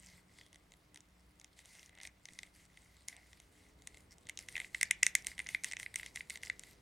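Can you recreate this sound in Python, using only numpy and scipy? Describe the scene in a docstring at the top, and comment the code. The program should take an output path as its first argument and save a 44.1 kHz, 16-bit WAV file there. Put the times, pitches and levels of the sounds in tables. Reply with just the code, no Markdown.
"""Stiff joints of a hollow toy figure

Hands twist the joints of a hollow plastic figure close by in a quiet room. Each slip clicks and rings
damped modes of shell, limb and joint pin. Fingers and sliding joint faces rub as shaped noise with tiny
slips; one joint squeaks. Far low tones drift upward over hum, hiss and a rumble that dips, then grows."""
import sys
import numpy as np
from scipy import signal
from scipy.fft import rfft, irfft, next_fast_len
from scipy.io import wavfile
from scipy.ndimage import uniform_filter1d

SR = 44100
rng = np.random.default_rng(int(sys.argv[2]) if len(sys.argv) > 2 else 0)


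def transcribe(u):
    """Save the signal u as a 16-bit wav file named by the first command-line argument.

    u: samples, shape (n,) or (channels, n), limited to [-1, 1]; the rate is SR.
    q: integer samples, one column per channel.
    """
    v = np.clip(np.atleast_2d(u).T, -1, 1)
    q = np.round(v * 32767).astype(np.int16)
    wavfile.write(sys.argv[1], SR, q)


N = 300321
FFT_SIZE = next_fast_len(N)
BINS_HZ = np.fft.rfftfreq(FFT_SIZE, 1 / SR)
RING_SAMPLES = 1024

# joint slips, drive levels: start_s, hollow_db, snap_db
SLIPS = [(0.062, -100, -41), (0.082, -75, -70), (0.3867, -48, -47), (0.412, -46.5, -51), (0.464, -60, -51),
         (0.5297, -56.5, -45.5), (0.5448, -56, -51), (0.558, -52, -45.5), (0.72, -54, -47.5),
         (0.738, -54.5, -51), (0.945, -58, -41), (0.9594, -47.5, -41), (0.974, -51, -42.5),
         (1.0058, -70, -44), (1.3986, -67, -42.5), (1.414, -55, -46), (1.4449, -52.5, -39),
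         (1.5906, -50, -42.5), (1.657, -62, -41.5), (1.752, -59, -49), (1.83, -50, -46), (1.8608, -83, -43),
         (1.894, -53, -49), (1.952, -58, -52), (1.976, -53, -57), (1.9864, -51, -51), (2.0017, -42.5, -54),
         (2.014, -49, -42), (2.033, -47, -36), (2.0519, -37, -39), (2.073, -47, -36.5),
         (2.2552, -46.5, -34.5), (2.287, -44, -46), (2.3345, -64, -41.5), (2.3893, -36, -32),
         (2.432, -38, -38.5), (2.773, -46, -50), (3.127, -46, -62), (3.0842, -40, -24),
         (3.1657, -54, -43.5), (3.331, -50, -44.5), (3.4008, -55, -42), (3.821, -60, -46.5),
         (3.873, -40, -28.5), (3.945, -50.5, -48), (3.972, -51, -47), (4.183, -70, -46.5),
         (4.2695, -51, -42), (4.2889, -44, -37), (4.2955, -32.5, -31), (4.374, -62, -29.5),
         (4.3897, -40.5, -28), (4.4864, -35, -34.5), (4.5545, -27, -46), (4.5659, -26.5, -34),
         (4.579, -31, -37), (4.601, -28, -31), (4.6162, -36, -46), (4.6452, -35.5, -68),
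         (4.7468, -24.5, -33.5), (4.812, -23, -19), (4.8301, -16.5, -11.5), (4.9102, -14.5, -11),
         (5.028, -27, -51), (5.031, -13.5, -9.5), (5.0657, -17, -9.5), (5.152, -15.5, -8.5),
         (5.2464, -43.5, -40), (5.2688, -30, -17.5), (5.316, -41, -58), (5.3799, -35.5, -39),
         (5.392, -29.5, -31), (5.401, -28, -42), (5.4636, -35.5, -57), (5.4694, -41, -35),
         (5.489, -32.5, -31), (5.5475, -19.5, -34.5), (5.6366, -37.5, -26), (5.6445, -26.5, -18),
         (5.7134, -35.5, -32.5), (5.7216, -35, -29.5), (5.734, -29, -33), (5.768, -31.5, -33),
         (5.7985, -34.5, -31), (5.83, -35, -36), (5.862, -29, -63), (5.942, -36.5, -37),
         (5.9585, -27.5, -20), (5.997, -34.5, -48), (6.0313, -35, -42), (6.062, -37.5, -33),
         (6.1594, -33, -28), (6.1721, -32, -44), (6.2072, -30, -53), (6.2986, -38, -27.5),
         (6.304, -33, -33), (6.357, -36, -36), (6.3734, -43, -37.5), (6.4333, -31, -32.5),
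         (6.471, -40, -48), (6.499, -22.5, -34), (6.5946, -50, -31.5), (6.6358, -44.5, -38)]
# hollow shell modes: pitch_hz, relative_db, t60_s
HOLLOW_MODES = [(2044, 8, 0.011), (2416, 2, 0.005), (2720, 0, 0.0056)]
# limb modes: pitch_hz, relative_db, t60_s
KNOCK_MODES = [(3070, -5.5, 0.0015), (3760, -7, 0.0023)]
# joint pin modes: pitch_hz, relative_db, t60_s
SNAP_MODES = [(5930, 7.5, 0.0013), (6940, -6.5, 0.0025), (7830, -4.5, 0.0024), (8830, -2, 0.0022),
              (10200, -3, 0.0014), (13700, -10, 0.0012)]
# hand holding the figure takes the jolt: pitch_hz, relative_db, t60_s
THUD_MODES = [(790, -0.5, 0.0093)]
# limb knocks against shell: start_s, drive_db
LIMB_TAPS = [(4.375, -33)]


def joints():
    """Every slip rings shell, limb and joint pin, after a weak creep as the joint starts to give."""
    start_s, hollow_db, snap_db = np.transpose(SLIPS)[:, :, None]
    n = len(SLIPS)
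    knock_db = 0.45 * hollow_db + 0.28 * snap_db - 12.5  # limb shares in both
    thud_db = 0.5 * knock_db - 41.5
    body = amp(hollow_db) * ring(HOLLOW_MODES, count=n, detune=0.022, spread_db=3, rise_s=0.0005)
    body += amp(knock_db) * ring(KNOCK_MODES, count=n, detune=0.04, spread_db=5, rise_s=0.0002)
    snap = amp(snap_db) * ring(SNAP_MODES, count=n, detune=0.02, spread_db=4, rise_s=0.00035)
    thud = amp(thud_db) * ring(THUD_MODES, count=n, detune=0.13, spread_db=6, rise_s=0.00077)

    side, lead, creep = rng.standard_normal((n, 3, 1)).transpose(1, 0, 2)
    side_db = 0.87 * side + 0.23  # hands hide a slip a little from one side or the other
    lead_s = 0.001247 + 0.00052 * abs(lead)
    creep_db = -18.5 + 4.9 * creep
    at = np.round(start_s * SR).astype(int) + np.arange(RING_SAMPLES)
    early = at - np.round(SR * lead_s).astype(int)

    out = np.zeros((2, N + RING_SAMPLES))
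    for channel, sign in zip(out, (1, -1)):
        np.add.at(channel, at, (body - snap) * amp(sign * side_db / 2))
        np.add.at(channel, early, (body + 0.15 * snap) * amp(creep_db))

    taps = ring(KNOCK_MODES, count=len(LIMB_TAPS), detune=0.025, spread_db=0, rise_s=0.00017)
    for (tap_s, tap_db), tap in zip(LIMB_TAPS, taps):
        out[:, round(tap_s * SR):][:, :len(tap)] += amp(tap_db) * tap

    jolts = np.zeros(N + RING_SAMPLES)
    np.add.at(jolts, at, thud)
    highpass = signal.butter(2, 1300, "high", fs=SR, output="sos")  # too small to radiate bass
    return signal.sosfilt(highpass, out[:, :N]) + jolts[:N]


def ring(modes, count, detune, spread_db, rise_s):
    """Damped sines, one peak-normalised ring per blow; grip and contact shift pitch, share and phase."""
    pitch_hz, mode_db, t60_s = np.transpose(modes)[:, :, None]
    t = np.arange(RING_SAMPLES) / SR
    draws = rng.standard_normal((count, len(modes), 3, 1))
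    shift, share, phase = np.moveaxis(draws, 2, 0)
    # neighbouring modes start near opposite phase
    phase = 0.6 * phase + np.pi * np.arange(len(modes))[:, None]
    level_db = mode_db + spread_db * share - 60 * t / t60_s
    waves = amp(level_db) * np.sin(2 * np.pi * pitch_hz * (1 + detune * shift) * t + phase)
    sound = waves.sum(1) * (1 - np.exp(-t / rise_s)) ** 2
    return sound / abs(sound).max(1, keepdims=True)


# rub spectrum: freq_hz, relative_db_per_hz
RUB_COLOUR = [(500, -15.5), (1500, -19), (3000, -10.5), (4600, -9), (6300, -11), (8700, -9.5), (11500, -17),
              (16500, -32)]
# fingers shifting grip: start_s, end_s, top_db
GRIP_STROKES = [(-0.03, 0.22, -65.5), (0.28, 0.473, -71.5), (1.562, 1.632, -64.5), (1.629, 1.894, -62.5),
                (2.014, 2.082, -59), (2.238, 2.51, -69), (2.53, 2.669, -66.5), (2.655, 3.1, -72),
                (3.1, 3.515, -71), (3.5, 3.743, -70), (3.77, 4.075, -71.5), (4.106, 4.143, -64.5),
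                (4.2, 7, -70.5), (4.474, 4.688, -59), (6.597, 6.753, -65)]
# joint faces sliding once free: start_s, level_db
JOINT_TWISTS = [(3.078, -59), (4.389, -60.5), (4.743, -57.5), (4.81, -61), (5.03, -51.5), (5.15, -56.5),
                (5.261, -51.5), (5.378, -61.5), (5.49, -53.5), (5.641, -50.5), (5.787, -54), (5.957, -54.5),
                (6.028, -57), (6.151, -56), (6.299, -54), (6.426, -55.5)]
# duller palm drags: start_s, end_s, top_db
PALM_SCUFFS = [(1.91, 2.107, -65), (3.065, 3.248, -66.5), (4.515, 4.676, -63)]
# one joint squeak: start_s, end_s, pitch_hz, top_db_rms
JOINT_SQUEAK = (.36, .49, 3380, -73)


def fingers():
    """Hiss of sliding with bright ticks, slips that ring the shell, palm drags, one squeak."""
    ticks = patchy(crackle(per_s=300, spread_db=7), depth_db=6)
    hiss = rng.standard_normal(N) + 0.8 * ticks
    shell = grit(HOLLOW_MODES, per_s=40, detune=0.035)
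    stroke_power = sum(swell(*row) ** 2 for row in GRIP_STROKES)
    twist_power = sum(twist(*row) ** 2 for row in JOINT_TWISTS)
    level = np.sqrt(stroke_power + twist_power + amp(-79) ** 2)
    rub = level * patchy(coloured(hiss, read(RUB_COLOUR, BINS_HZ)), depth_db=1.8)
    rub += amp(-10) * level ** 0.92 * shell  # light touches ring the shell more than they hiss

    drag = grit(THUD_MODES + HOLLOW_MODES + KNOCK_MODES, per_s=75, detune=0.073)
    rub += drag * sum(swell(*row) for row in PALM_SCUFFS)

    start_s, end_s, squeak_hz, squeak_db = JOINT_SQUEAK
    squeak_band_db = -20 * np.log10(1 + ((BINS_HZ - squeak_hz) / 130) ** 2)
    squeak = evened(coloured(rng.standard_normal(N), squeak_band_db))
    rub += squeak * swell(start_s, end_s, squeak_db)

    # each port hears it slightly differently
    scatter = evened(rng.standard_normal(48)) / np.sqrt(48)
    apart = signal.oaconvolve(rub, scatter)[:N]
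    return rub + 0.024 * apart * np.array([[1], [-1]])


def grit(modes, per_s, detune):
    """Tiny slips over noise, each ringing several differently held versions of the modes."""
    total = np.zeros(N)
    for version in ring(modes, count=5, detune=detune, spread_db=4, rise_s=0.0003):
        drive = rng.standard_normal(N) + crackle(per_s, spread_db=6.5)
        total += signal.oaconvolve(drive, version)[:N]
    return evened(total)


def crackle(per_s, spread_db):
    """Scattered single-sample slips of uneven size and random sign."""
    size = amp(spread_db * np.minimum(rng.exponential(1, N), 3))
    hit = rng.random(N) < per_s / SR
    return evened(size * hit * rng.choice([-1, 1], N))


def patchy(x, depth_db):
    """Colour drifts in time-frequency patches as the touching faces change."""
    z = signal.stft(x, nperseg=256)[2]
    field = uniform_filter1d(rng.standard_normal(z.shape), size=9, axis=0)  # across frequency
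    field = uniform_filter1d(field, size=24, axis=1)  # across time
    return evened(signal.istft(z * amp(depth_db * evened(field)), nperseg=256)[1][:N])


TWIST_ATTACK_S, TWIST_HOLD_S, TWIST_RELEASE_S = 0.0022, 0.043, 0.05
TWIST_SAG_DB_PER_S = 68


def twist(start_s, level_db):
    """Sliding level: fast attack, sagging hold, then release to silence."""
    t = np.arange(N) / SR - start_s
    corners_s = np.cumsum([0, TWIST_ATTACK_S, TWIST_HOLD_S, TWIST_RELEASE_S])
    shape = np.interp(t, corners_s, [0, 1, 1, 0])
    return amp(level_db - TWIST_SAG_DB_PER_S * np.clip(t, 0, 1)) * shape


SWELL_SHARPNESS = 0.55


def swell(start_s, end_s, top_db):
    """Level that rises and falls as one arch."""
    u = np.clip((np.arange(N) / SR - start_s) / (end_s - start_s), 0, 1)
    return amp(top_db) * (4 * u * (1 - u)) ** SWELL_SHARPNESS


# decay time of the reflections: freq_hz, t60_s
ECHO_T60 = [(1000, 0.37), (4000, 0.19), (14000, 0.031)]


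def echoes(x):
    """Sparse reflections from table and walls; the treble dies first."""
    taps = np.zeros((2, 16000))
    at = np.arange(70, 15870, 20) + rng.integers(0, 20, (2, 790))
    np.put_along_axis(taps, at, rng.choice([-1., 1.], at.shape), 1)
    taps = taps[0] + 0.47 * taps[1] * np.array([[1], [-1]])
    hz, t, z = signal.stft(taps, SR, nperseg=128)
    late = amp(-60 * t / read(ECHO_T60, hz)[:, None])
    near = amp(18 - 60 * t / 0.008)  # first reflections, from hands and table top
    tail = signal.istft(z * (late + near), SR, nperseg=128)[1]
    return signal.fftconvolve(x[None], tail / np.linalg.norm(tail[0]), axes=1)[:, :N]


# far tone pairs, perhaps a passing engine: start_s, end_s, low_start_hz, high_start_hz, top_db_rms_per_tone
DRONES = [(3.401, 4.302, 262.3, 425.6, -82), (4.15, 4.8, 358, 485, -80), (6.15, 6.9, 400, 482, -82)]
DRIFT_PER_S = 0.0304  # relative pitch rise


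def drone(start_s, end_s, low_hz, high_hz, top_db):
    """Two soft sines that rise slowly together."""
    t = np.arange(N) / SR - start_s
    warped_s = t + DRIFT_PER_S * t ** 2 / 2
    tones = np.sin(2 * np.pi * low_hz * warped_s) + np.sin(2 * np.pi * high_hz * warped_s)
    return swell(start_s, end_s, top_db) * np.sqrt(2) * tones


# room noise spectrum: freq_hz, relative_db_per_hz
ROOM_COLOUR = [(20, -22.5), (50, -3), (120, -8.5), (300, -16), (1200, -21), (3000, -27), (9000, -40),
               (16200, -39.5)]
# rumble dips early, then grows and stays: time_s, level_db
RUMBLE_LEVEL = [(0, -68.5), (1.2, -71.5), (3, -70.5), (4.3, -66.5), (6.81, -66)]
# left-right likeness of room noise: freq_hz, likeness_0_to_1
ROOM_LIKENESS = [(60, 1), (140, 0.97), (900, .2), (4000, 0.18), (15000, 1)]
# mains hum, level before waver: pitch_hz, level_db_rms
MAINS_HUM = [(60, -76), (180, -79.5), (300, -83)]


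def room_tone():
    """Rumble that dips, then grows and stays; steady microphone hiss and wavering mains hum."""
    t = np.arange(N) / SR
    likeness = np.clip(read(ROOM_LIKENESS, BINS_HZ), 0, 1)
    colour_db = read(ROOM_COLOUR, BINS_HZ)
    shared, own = rng.standard_normal((2, N))
    mid = coloured(shared, colour_db + 10 * np.log10(1 + likeness))
    side = coloured(own, colour_db + 10 * np.log10(1 - likeness + 1e-4))
    air = np.array([mid + side, mid - side])
    rumble = coloured(air, -10 * np.log10(1 + (BINS_HZ / 700) ** 4))
    hiss = air - rumble
    rumble_rms = np.sqrt(np.mean(rumble ** 2))
    rumble_db = np.interp(t, *np.transpose(RUMBLE_LEVEL))

    hum = np.zeros(N)
    for pitch_hz, level_db in MAINS_HUM:
        waver_db = 4 * evened(coloured(rng.standard_normal(N), -BINS_HZ ** 2))
        tone = np.sqrt(2) * np.sin(2 * np.pi * (pitch_hz * t + rng.random()))
        hum += amp(level_db + waver_db) * tone
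    return (amp(rumble_db) * rumble + amp(-70.5) * hiss) / rumble_rms + hum


def amp(db):
    """Decibels to amplitude."""
    return 10 ** (np.asarray(db) / 20)


def evened(x):
    """Scales to unit rms."""
    return x / np.sqrt(np.mean(x ** 2) + 1e-20)


def read(points, hz):
    """Interpolates a table over log frequency."""
    freq_hz, value = np.transpose(points)
    return np.interp(np.log(hz + 1), np.log(freq_hz + 1), value)


def coloured(x, gain_db):
    """Filters a whole track by a gain per FFT bin."""
    return irfft(rfft(x, FFT_SIZE) * amp(gain_db), FFT_SIZE)[..., :N]


def scene():
    """Clicks and rubbing share the echoes; the echoes of the clicks are weaker around 2 kHz."""
    clicks, rub = joints(), fingers()
    click_send_db = -14 - 6 / (1 + ((BINS_HZ - HOLLOW_MODES[0][0]) / 200) ** 2)
    echo_send = coloured(clicks.mean(0), click_send_db) + amp(-18) * rub.mean(0)
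    far_tones = sum(drone(*row) for row in DRONES)
    return clicks + rub + echoes(echo_send) + far_tones + room_tone()


EDGE_HZ = 16500


def record(dry):
    """Band limit of the recorder: linear-phase lowpass."""
    lowpass = signal.firwin(511, EDGE_HZ, window=("kaiser", 9), fs=SR)
    return signal.oaconvolve(dry, lowpass[None], "same")


dry = scene()
out = record(dry)
transcribe(out)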